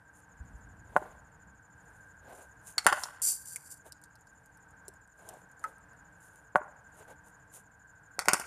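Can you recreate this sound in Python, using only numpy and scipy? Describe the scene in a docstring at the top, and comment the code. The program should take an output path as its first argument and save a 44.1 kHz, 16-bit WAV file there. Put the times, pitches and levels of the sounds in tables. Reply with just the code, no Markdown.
"""Bat taps, shuffling feet and two sharp cricket shots on a concrete strip in an outdoor net, heard close to.
Each shot follows a ball that has just pitched; the first swishes into netting, which swings and ticks.
An insect chirps over the faint hum of the town. Bat, ball and small knocks are fading tones and noise bursts,
with echoes from nearby things and a house wall; feet, netting and town are coloured noise whose level
rises and falls; the insect is made of short falling tones."""
import sys
import numpy as np
from scipy import signal
from scipy.fft import rfft, irfft
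from scipy.io import wavfile
from scipy.ndimage import uniform_filter1d

SR = 44100
rng = np.random.default_rng(int(sys.argv[2]) if len(sys.argv) > 2 else 0)


def put_to_file(sound):
    """Save the sound as 16-bit audio at rate SR, in the file named by the first command-line argument."""
    columns = np.atleast_2d(sound).T  # one column per channel
    safe = np.clip(columns, -1, 1)
    whole_steps = np.round(safe * 32767)
    wavfile.write(sys.argv[1], SR, whole_steps.astype(np.int16))


N = 373086

# bat blows, toe taps and shots: (time [s], level [dB], pitch that places the push's band [Hz],
# crack level [dB], scatter level [dB], wall echo setting, lowered again in yard() [dB])
BLOWS = [(0.964, -4.5, 716, -39.5, -16.5, -25), (2.8658, -2.5, 1380, -4, -3, -5),
         (6.557, -3.5, 800, -38, -14, -21.5), (8.2842, -6, 1310, -6, -4.5, -12)]
# colour of crunching grit: (frequency [Hz], relative level [dB])
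GRIT = [(1500, -16), (3000, -11.5), (4500, -17), (5800, -9), (6800, 2.5), (8000, -2), (9600, 3.5),
        (11500, -5.5), (14000, -9.5)]
T = np.arange(N) / SR  # time through the scene (s)
AGE = T[:SR // 2]  # time since a short sound began (s)
# echo delays off the nearest surface, and off the house wall for the bat and for the ball's bounce (s)
CLOSE_S, WALL_S, BOUNCE_WALL_S = 0.0054, 0.0595, 0.065


def undb(db):
    """Turn decibels into a plain multiplier."""
    return 10 ** (np.asarray(db) / 20)


def unit(x):
    """Scale to an rms (average strength) of 1."""
    return x / np.sqrt(np.mean(x ** 2))


def add(track, s, sound):
    """Mix a sound into the track at s seconds."""
    start = max(int(s * SR), 0)
    part = track[start:start + len(sound)]
    part += sound[:len(part)]


def fade(t60):
    """Die away smoothly, falling by 60 dB in t60 seconds."""
    return np.exp(-np.log(1000) * AGE / t60)


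def delay(x, s):
    """The same sound s seconds later."""
    silence = np.zeros(int(abs(s) * SR))
    return np.concatenate([silence, x])[:len(x)]


def cut(x, hz, kind, order=2):
    """Keep what lies below hz ("low") or above it ("high")."""
    sos = signal.butter(order, min(hz, SR / 2 - 1), kind, fs=SR, output="sos")
    return signal.sosfilt(sos, x)


def noise(spectrum, size=N):
    """Noise of rms 1 with the given colour."""
    hz, db = np.transpose(spectrum)
    f = np.maximum(np.fft.rfftfreq(size, 1 / SR), 1)
    colour = undb(np.interp(np.log(f), np.log(hz), db))
    return unit(irfft(rfft(rng.standard_normal(size)) * colour, size))


def walk(rate, size=N):
    """Smooth random wander of rms 1, with about rate new values a second."""
    k = max(int(SR / rate), 1)
    steps = np.repeat(rng.standard_normal(size // k + 1), k)
    return unit(uniform_filter1d(steps, k)[:size])


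def ring(modes):
    """A struck object: fading pure tones added together, scaled to peak 1."""
    y = sum(undb(db) * np.sin(2 * np.pi * hz * AGE) * fade(t60) for hz, db, t60 in modes)
    return y / np.abs(y).max()


def crack(t60):
    """The brief bright burst of a hard contact: noise with a quick start and a fade."""
    # (frequency [Hz], relative level [dB])
    crack_colour = [(300, -10), (1600, 4.5), (2600, -7.5), (3700, -17), (4600, -5.5), (6200, -7.5),
                    (7400, -1.5), (9500, 0), (11000, -7.5), (13000, -11), (15000, -22)]
    return noise(crack_colour, size=len(AGE)) * fade(t60) * (1 - fade(0.0018))


def cloud(t60, top_hz):
    """A cluster of reflections of uneven strength, scaled by its fade time and duller above top_hz."""
    uneven = unit(undb(3.5 * walk(350, size=len(AGE))))
    y = cut(uneven * rng.standard_normal(len(AGE)), top_hz, "low", order=1) * fade(t60)
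    return y / np.sqrt(SR * t60 / (2 * np.log(1000)))


def yard(x, scatter_db, wall_db, wall_s=WALL_S):
    """One close reflection, thin scatter from poles and ground, the house wall's slap and a faint tail."""
    near = undb(scatter_db) * delay(cloud(t60=0.1, top_hz=4940), 0.004)
    wall = undb(wall_db - 2) * delay(cloud(t60=0.06, top_hz=3500), wall_s)
    tail = undb(scatter_db - 6) * delay(cloud(t60=0.72, top_hz=2980), 0.02)
    scatter = cut(signal.fftconvolve(x, near + wall + tail)[:len(x)], 410, "high")
    slap = undb(wall_db - 6.5) * cut(delay(x, wall_s), 3880, "low", order=1)
    return x + undb(-8.5) * delay(x, CLOSE_S) + slap + scatter


def bat():
    """A toe tap is a slow push into the blade; the ball gives a quick push and a crack."""
    # the willow blade's tones: (frequency [Hz], relative level [dB], time to fade by 60 dB [s])
    blade_modes = [(611.4, -12.5, 0.097), (750, -17.5, 0.073), (863, 5, 0.008), (1030, -10, 0.041),
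                   (1133, -12, 0.029), (1434, 0, 0.015), (1870, -18, 0.016)]
    out = np.zeros(N)
    for s, db, push_hz, crack_db, scatter_db, wall_db in BLOWS:
        body = cut(ring(blade_modes), 2.37 * push_hz, "low", order=4)
        body = cut(body, 0.8 * push_hz, "high", order=3)
        thump = undb(-28.5) * cut(ring([(175, 0, 0.028)]), 90, "high")  # the handle flexes
        sand = undb(-48.0) * noise(GRIT, size=len(AGE)) * fade(0.073)  # dust on the wood crunches
        wood = undb(db) * (body / np.abs(body).max() + thump)
        hit = wood + undb(crack_db) * crack(t60=0.0073) + sand
        add(out, s, yard(hit, scatter_db, wall_db))
        add(out, s - 0.0062, soft_onset(db - 14.0))
        # the wall echo also begins with a faint dull onset
        add(out, s + WALL_S - 0.007, undb(db - 26) * knock(387))
        # a hard shot carries a low thud
        low_thud = ring([(58, 0, 0.11), (140, -4, 0.08)])
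        add(out, s, undb(crack_db - 38.5) * low_thud)
    return out


def ball():
    """The ball pitches on concrete: a hollow thud, a crack and a short rough ping that sags in pitch."""
    # (time [s], thud level [dB], crack level [dB], pitch the ping sags to [Hz],
    # ping setting before its fades [dB], scatter level [dB])
    bounces = [(2.7808, -27, -15.5, 4440, -13.5, -2), (8.1912, -19.5, -17.5, 4410, -26.5, -1),
               (8.3332, -32, -7, 5530, -25, -5)]
    # the ball's shell: (frequency [Hz], relative level [dB], time to fade by 60 dB [s])
    shell_modes = [(960, -3, 0.0073), (1440, 0.5, 0.017), (2002, -1, 0.0082)]
    out = np.zeros(N)
    for s, thud_db, crack_db, ping_hz, ping_db, scatter_db in bounces:
        roughness = 0.2 * rng.standard_normal(len(AGE))
        hz = ping_hz * (1 + 0.07 * fade(0.012) + roughness)
        tone = np.sin(2 * np.pi * np.cumsum(hz) / SR)
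        ping = undb(ping_db) * tone * fade(0.022) * (1 - fade(0.006))
        hit = undb(thud_db) * ring(shell_modes) + undb(crack_db) * crack(t60=0.011)
        echoed = yard(hit + undb(-7.5) * ping, scatter_db, wall_db=-11, wall_s=BOUNCE_WALL_S)
        add(out, s, echoed + ping)
        # the hard wall returns the crack bright
        add(out, s + BOUNCE_WALL_S, undb(crack_db - 18) * tick())
        add(out, s - 0.0062, soft_onset(thud_db - 10.0))
    return out


def shuffling():
    """Each move of the feet swells and fades: the sole scrapes low, sand hisses high."""
    # steps and shuffles, plus the gritty hiss trailing the first tap (row at 1.02 s): (middle [s], half length
    # of the power swell [s], # grit hiss level [dB], sole scrape level before its catches [dB])
    scuffs = [(0.185, 0.033, -66, -87), (1.02, 0.088, -68.5, -56.5), (1.95, .13, -74.5, -72.5),
              (2.3, 0.049, -87, -55), (2.38, 0.063, -62.5, -57.5), (2.69, 0.029, -50, -72),
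              (3.871, 0.013, -56.5, -55.5), (5.305, 0.074, -65, -55.5), (5.67, 0.044, -65, -59),
              (6.255, 0.032, -60.5, -74), (6.364, .056, -69, -68.5), (6.997, 0.037, -63.5, -56),
              (7.102, 0.023, -67, -53), (7.28, 0.018, -64.5, -68), (7.567, 0.025, -52, -62.5)]
    # colour of the scraping sole: (frequency [Hz], relative level [dB])
    sole_colour = [(150, -17.5), (350, -7.5), (520, -2), (850, -3.5), (1400, -15.5), (2500, -22),
                   (5000, -33.5)]
    # the feet turn after each blow, the more the harder it cracks
    pivot_lag_s, pivot_half_s = 0.112, 0.087
    pivot_grit_db, pivot_sole_db = -46, -64.5  # relative to the crack
    pivots = [(s + pivot_lag_s, pivot_half_s, crack_db + pivot_grit_db, crack_db + pivot_sole_db)
              for s, _, _, crack_db, _, _ in BLOWS]
    moves = list(scuffs) + pivots
    fidget = undb(-89.5 + 5 * walk(7.5))  # he never stands quite still
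    grit_power = fidget ** 2 + sum(undb(db) ** 2 * swell(s, half) for s, half, db, _ in moves)
    sole_power = sum(undb(db) ** 2 * swell(s, half) for s, half, _, db in moves)
    grains = undb(3.1 * walk(700) + 2 * walk(48))
    catches = undb(2.2 * walk(90))
    hiss = np.sqrt(grit_power) * unit(grains * noise(GRIT))
    scrape = np.sqrt(sole_power) * catches * noise(sole_colour)
    return hiss + scrape


def netting():
    """The ball slides along the mesh, strand after strand, until it is taut; the mesh swings and goes slack."""
    # (frequency [Hz], relative level [dB])
    mesh_colour = [(1500, -38), (3600, -34), (4200, -32.5), (4650, -12), (5200, -22), (6000, -13.5),
                   (6500, -18), (7400, -5), (8300, -12.5), (9500, -4.5), (10800, -20), (12100, -13),
                   (13300, -17.5), (14300, -35.5)]
    hit_s, taut_s, slack_s = 3.219, 3.287, 3.745  # ball meets mesh, furthest stretch, mesh goes slack
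    stretch_db, rise_db_per_s, fall_db_per_s = -26, 95, 223.5
    # the swish swells on every swing, around a level that falls away from the moment of full stretch
    swing_period_s, swing_db, swing_depth_db, swing_fall_db_per_s = 0.225, -48, 4.5, 24.5
    age = T - taut_s
    stretch = undb(stretch_db + np.minimum(rise_db_per_s * age, -fall_db_per_s * age))
    wave_db = swing_depth_db * np.cos(2 * np.pi * age / swing_period_s)
    level_db = swing_db - swing_fall_db_per_s * np.abs(age) + wave_db
    slack_db = fall_db_per_s * np.maximum(T - slack_s, 0)
    swing = undb(level_db - slack_db + 3.3 * walk(60))
    contact = np.clip((T - hit_s) / 0.002 + 1, 0, 1)  # silent until just before the hit
    strands = unit(noise(mesh_colour) * undb(1.6 * walk(400)))
    snags = unit(undb(2.2 * walk(180)))
    return strands * contact * np.hypot(stretch, swing * snags)


def ticks():
    """Grit snaps underfoot, the swinging mesh rattles and a loose tie ticks ever more softly, all short and dry."""
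    # sharp snaps of grit and gear: (time [s], tick gain [dB], knock pitch [Hz], knock gain [dB])
    snaps = [(3.0357, -22, 5360, -23.5), (3.5595, -21.5, 2230, -36), (4.8816, -30, 454, -32),
             (5.2892, -30.5, 3030, -49), (5.339, -48, 766, -35)]
    # a loose tie ticks against its pole
    tie_s, tie_every_s, tie_hz = 3.9218, 0.1162, 5130
    tie_db, tie_loss_db = -34, 6  # gain of the first tick, and loss on each one after
    out = patter(start_s=3.45, end_s=3.55, level_db=-35, spread_db=0, count=4)  # the mesh, as it swings back
    out += patter(start_s=3.35, end_s=3.76, level_db=-48, spread_db=0, count=12)  # its strands
    # grit, as he walks back to the crease
    out += patter(start_s=3.9, end_s=6, level_db=-50.5, spread_db=-4, count=14)
    for s, tick_db, knock_hz, knock_db in snaps:
        add(out, s, undb(tick_db) * tick() + undb(knock_db) * knock(knock_hz))
    for k in range(4):
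        tap = tick() + undb(-8.5) * knock(tie_hz)
        add(out, tie_s + k * tie_every_s, undb(tie_db - k * tie_loss_db) * tap)
    return yard(out, scatter_db=-12, wall_db=-27)


def next_net():
    """Another bat gives a short dry tock further off: ringing wood, a noisy clack and a faint crack."""
    # the other bat's tones: (frequency [Hz], relative level [dB], time to fade by 60 dB [s])
    far_modes = [(896, 1, 0.11), (1287, 14, 0.084), (1610, -10, 0.037), (1840, -20, 0.021),
                 (2100, -18, .025)]
    out = np.zeros(N)
    clack_colour = [(400, -33), (900, 0), (1500, 12.5), (2200, -2), (3500, -38)]
    clack = undb(-30.5) * noise(clack_colour, size=len(AGE)) * fade(0.045)
    soft_start = 1 - fade(0.0071)
    wood = cut((undb(-24.5) * ring(far_modes) + clack) * soft_start, 600, "high")
    tock = wood + undb(-40) * crack(t60=0.018)
    add(out, 5.6398, yard(tock, scatter_db=-15, wall_db=-32))
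    return out


def insect(level_db=-62.5, rasp_db=-16):
    """Each chirp is two buzzy wing strokes that fall in pitch, with a faint rasp, smeared by the grass."""
    # the insect keeps a nearly even beat: (time [s], chirps so far [count])
    beat = [(-.028, 0), (1.24, 16), (2.08, 27), (4.1, 52), (4.93, 62), (8.506, 107)]
    wing_hz, wing_drop_hz = 7550, 1100  # start and fall of each stroke, before a small random shift
    stroke_s, stroke_gap_s, grass_t60_s = 0.015, 0.022, 0.055
    out = np.zeros(N)
    u = np.arange(int(stroke_s * SR)) / (stroke_s * SR)  # 0 to 1 through a stroke
    s, count = np.transpose(beat)
    for start in np.interp(np.arange(1, count[-1]), count, s):
        for lag, db in ((0, -3), (stroke_gap_s, 0)):
            hz = wing_hz - wing_drop_hz * u + 30 * rng.standard_normal()
            stroke = np.sqrt(np.abs(np.sin(np.pi * u))) * np.sin(2 * np.pi * np.cumsum(hz) / SR)
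            add(out, start + lag, undb(db + 1.2 * rng.standard_normal()) * stroke)
    rasp_colour = [(4000, -26.5), (6200, -6.5), (8800, -1.5), (11500, -10.5), (14000, -7.5)]
    rasp = undb(rasp_db) * np.abs(out) * noise(rasp_colour)
    song = out * (0.55 + 0.24 * walk(700)) + rasp
    song = song + undb(-2) * delay(song, CLOSE_S)
    smear = signal.fftconvolve(song, cloud(t60=grass_t60_s, top_hz=12100))[:N]
    return undb(level_db) * (song + undb(1) * smear)


def town():
    """Distant traffic, a narrow wavering hum, and a little air moving low down, all from coloured noise."""
    # colour of the traffic: (frequency [Hz], relative level [dB])
    traffic_colour = [(20, -18), (55, -3.5), (110, 2), (190, -0.5), (240, -14.5), (300, -1.5), (380, -24.5),
                      (450, -4), (530, -11.5), (930, -3), (1200, -10), (1650, -6), (2050, -18.5),
                      (4000, -35.5), (6000, -33), (9000, -31.5), (14000, -41.5)]
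    # course of the hum, lifted and wavered below: (time [s], level setting [dB])
    hum_course = [(0.0, -65.5), (1.74, -65), (2.15, -59.5), (2.64, -62.5), (3.01, -59), (3.3, -65),
                  (3.8, -65), (6.76, -63), (7.51, -65.5), (8.12, -62)]
    # soft low bumps of air, as swelling tones: (time [s], frequency [Hz], half length [s], level [dB])
    air_bumps = [(0.416, 67.4, 0.012, -37), (0.553, 60.6, 0.019, -41)]
    # one gust added to calm air: peak time, rise and fall (s), then both levels before the flutter (dB)
    gust_s, gust_rise_s, gust_fall_s, gust_db, calm_db = 0.48, 0.13, 0.83, -57, -69.5
    drift_db = 1.5 * walk(4)
    traffic = undb(-61.5 + drift_db) * noise(traffic_colour)
    hum_db = np.interp(T, *np.transpose(hum_course)) + 1.95 + 0.8 * walk(7.3)
    hum_colour = [(900, -44.5), (1380, -13.5), (1500, -4.0), (1570, 3.5), (1640, -4.5),
                  (1780, -19.5), (2400, -47.5)]
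    hum = undb(hum_db) * noise(hum_colour)
    dying = np.exp(-np.abs(T - gust_s) / gust_fall_s)
    gust = np.where(T < gust_s, swell(gust_s, gust_rise_s), dying)
    flutter = undb(walk(14))
    air_colour = [(20, -18.5), (60, 3.5), (150, -5), (300, -13.5), (800, -57.5)]
    air = (undb(calm_db) + undb(gust_db) * gust) * flutter * noise(air_colour)
    bumps = sum(undb(db) * swell(s, half) * np.sin(2 * np.pi * hz * (T - s))
                for s, hz, half, db in air_bumps)
    return cut(traffic + hum + air, 30, "high") + bumps


def soft_onset(db):
    """A faint dull onset just before the blow; db is its gain before filtering."""
    return undb(db) * cut(cut(ring([(646.0, 0, 0.0053)]), 730, "low"), 250, "high")


def swell(s, half_s):
    """A bell-shaped rise and fall around s seconds, down to about a third at half_s either side."""
    return np.exp(-((T - s) / half_s) ** 2)


def knock(hz):
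    """A small dry knock with a soft edge: a tone plus noise around it; low ones ring longer."""
    band = [(hz / 2, -24), (hz, 0), (hz * 2, -32), (hz * 4, -65)]
    edge = 1 - np.exp(-AGE * hz)
    tone = ring([(hz, 0, 11 / (hz + 300))])
    return edge * (tone + 0.5 * noise(band, size=len(AGE)) * fade(0.028))


def tick():
    """The treble of a tiny crack."""
    return cut(crack(t60=0.0099), 5500, "high", order=3)


def patter(start_s, end_s, level_db, spread_db, count):
    """Tiny ticks loosely spread over a stretch of time; their strength varies unless spread_db is 0."""
    out = np.zeros(N)
    for k, (place, strength) in enumerate(rng.random((count, 2))):
        s = start_s + (end_s - start_s) * (k + place) / count
        add(out, s, undb(level_db + spread_db * (2 * strength - 0.5)) * tick())
    return out


def scene():
    """Everything sits in the middle; only the top of the treble spreads sideways."""
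    mid = bat() + ball() + shuffling() + netting() + ticks() + next_net() + insect() + town()
    wandering = cut(mid, 3000, "high", order=4) * walk(2000)
    side = undb(-9) * cut(wandering, 6200, "high", order=8)
    return np.array([mid + side, mid - side])


def record(dry):
    """Round off the highest peaks, then steeply cut the treble above top_hz."""
    top_hz = 14400
    treble_cut = signal.ellip(12, 0.2, 80, top_hz, fs=SR, output="sos")
    return signal.sosfilt(treble_cut, np.tanh(dry))


dry = scene()
out = record(dry)
put_to_file(out)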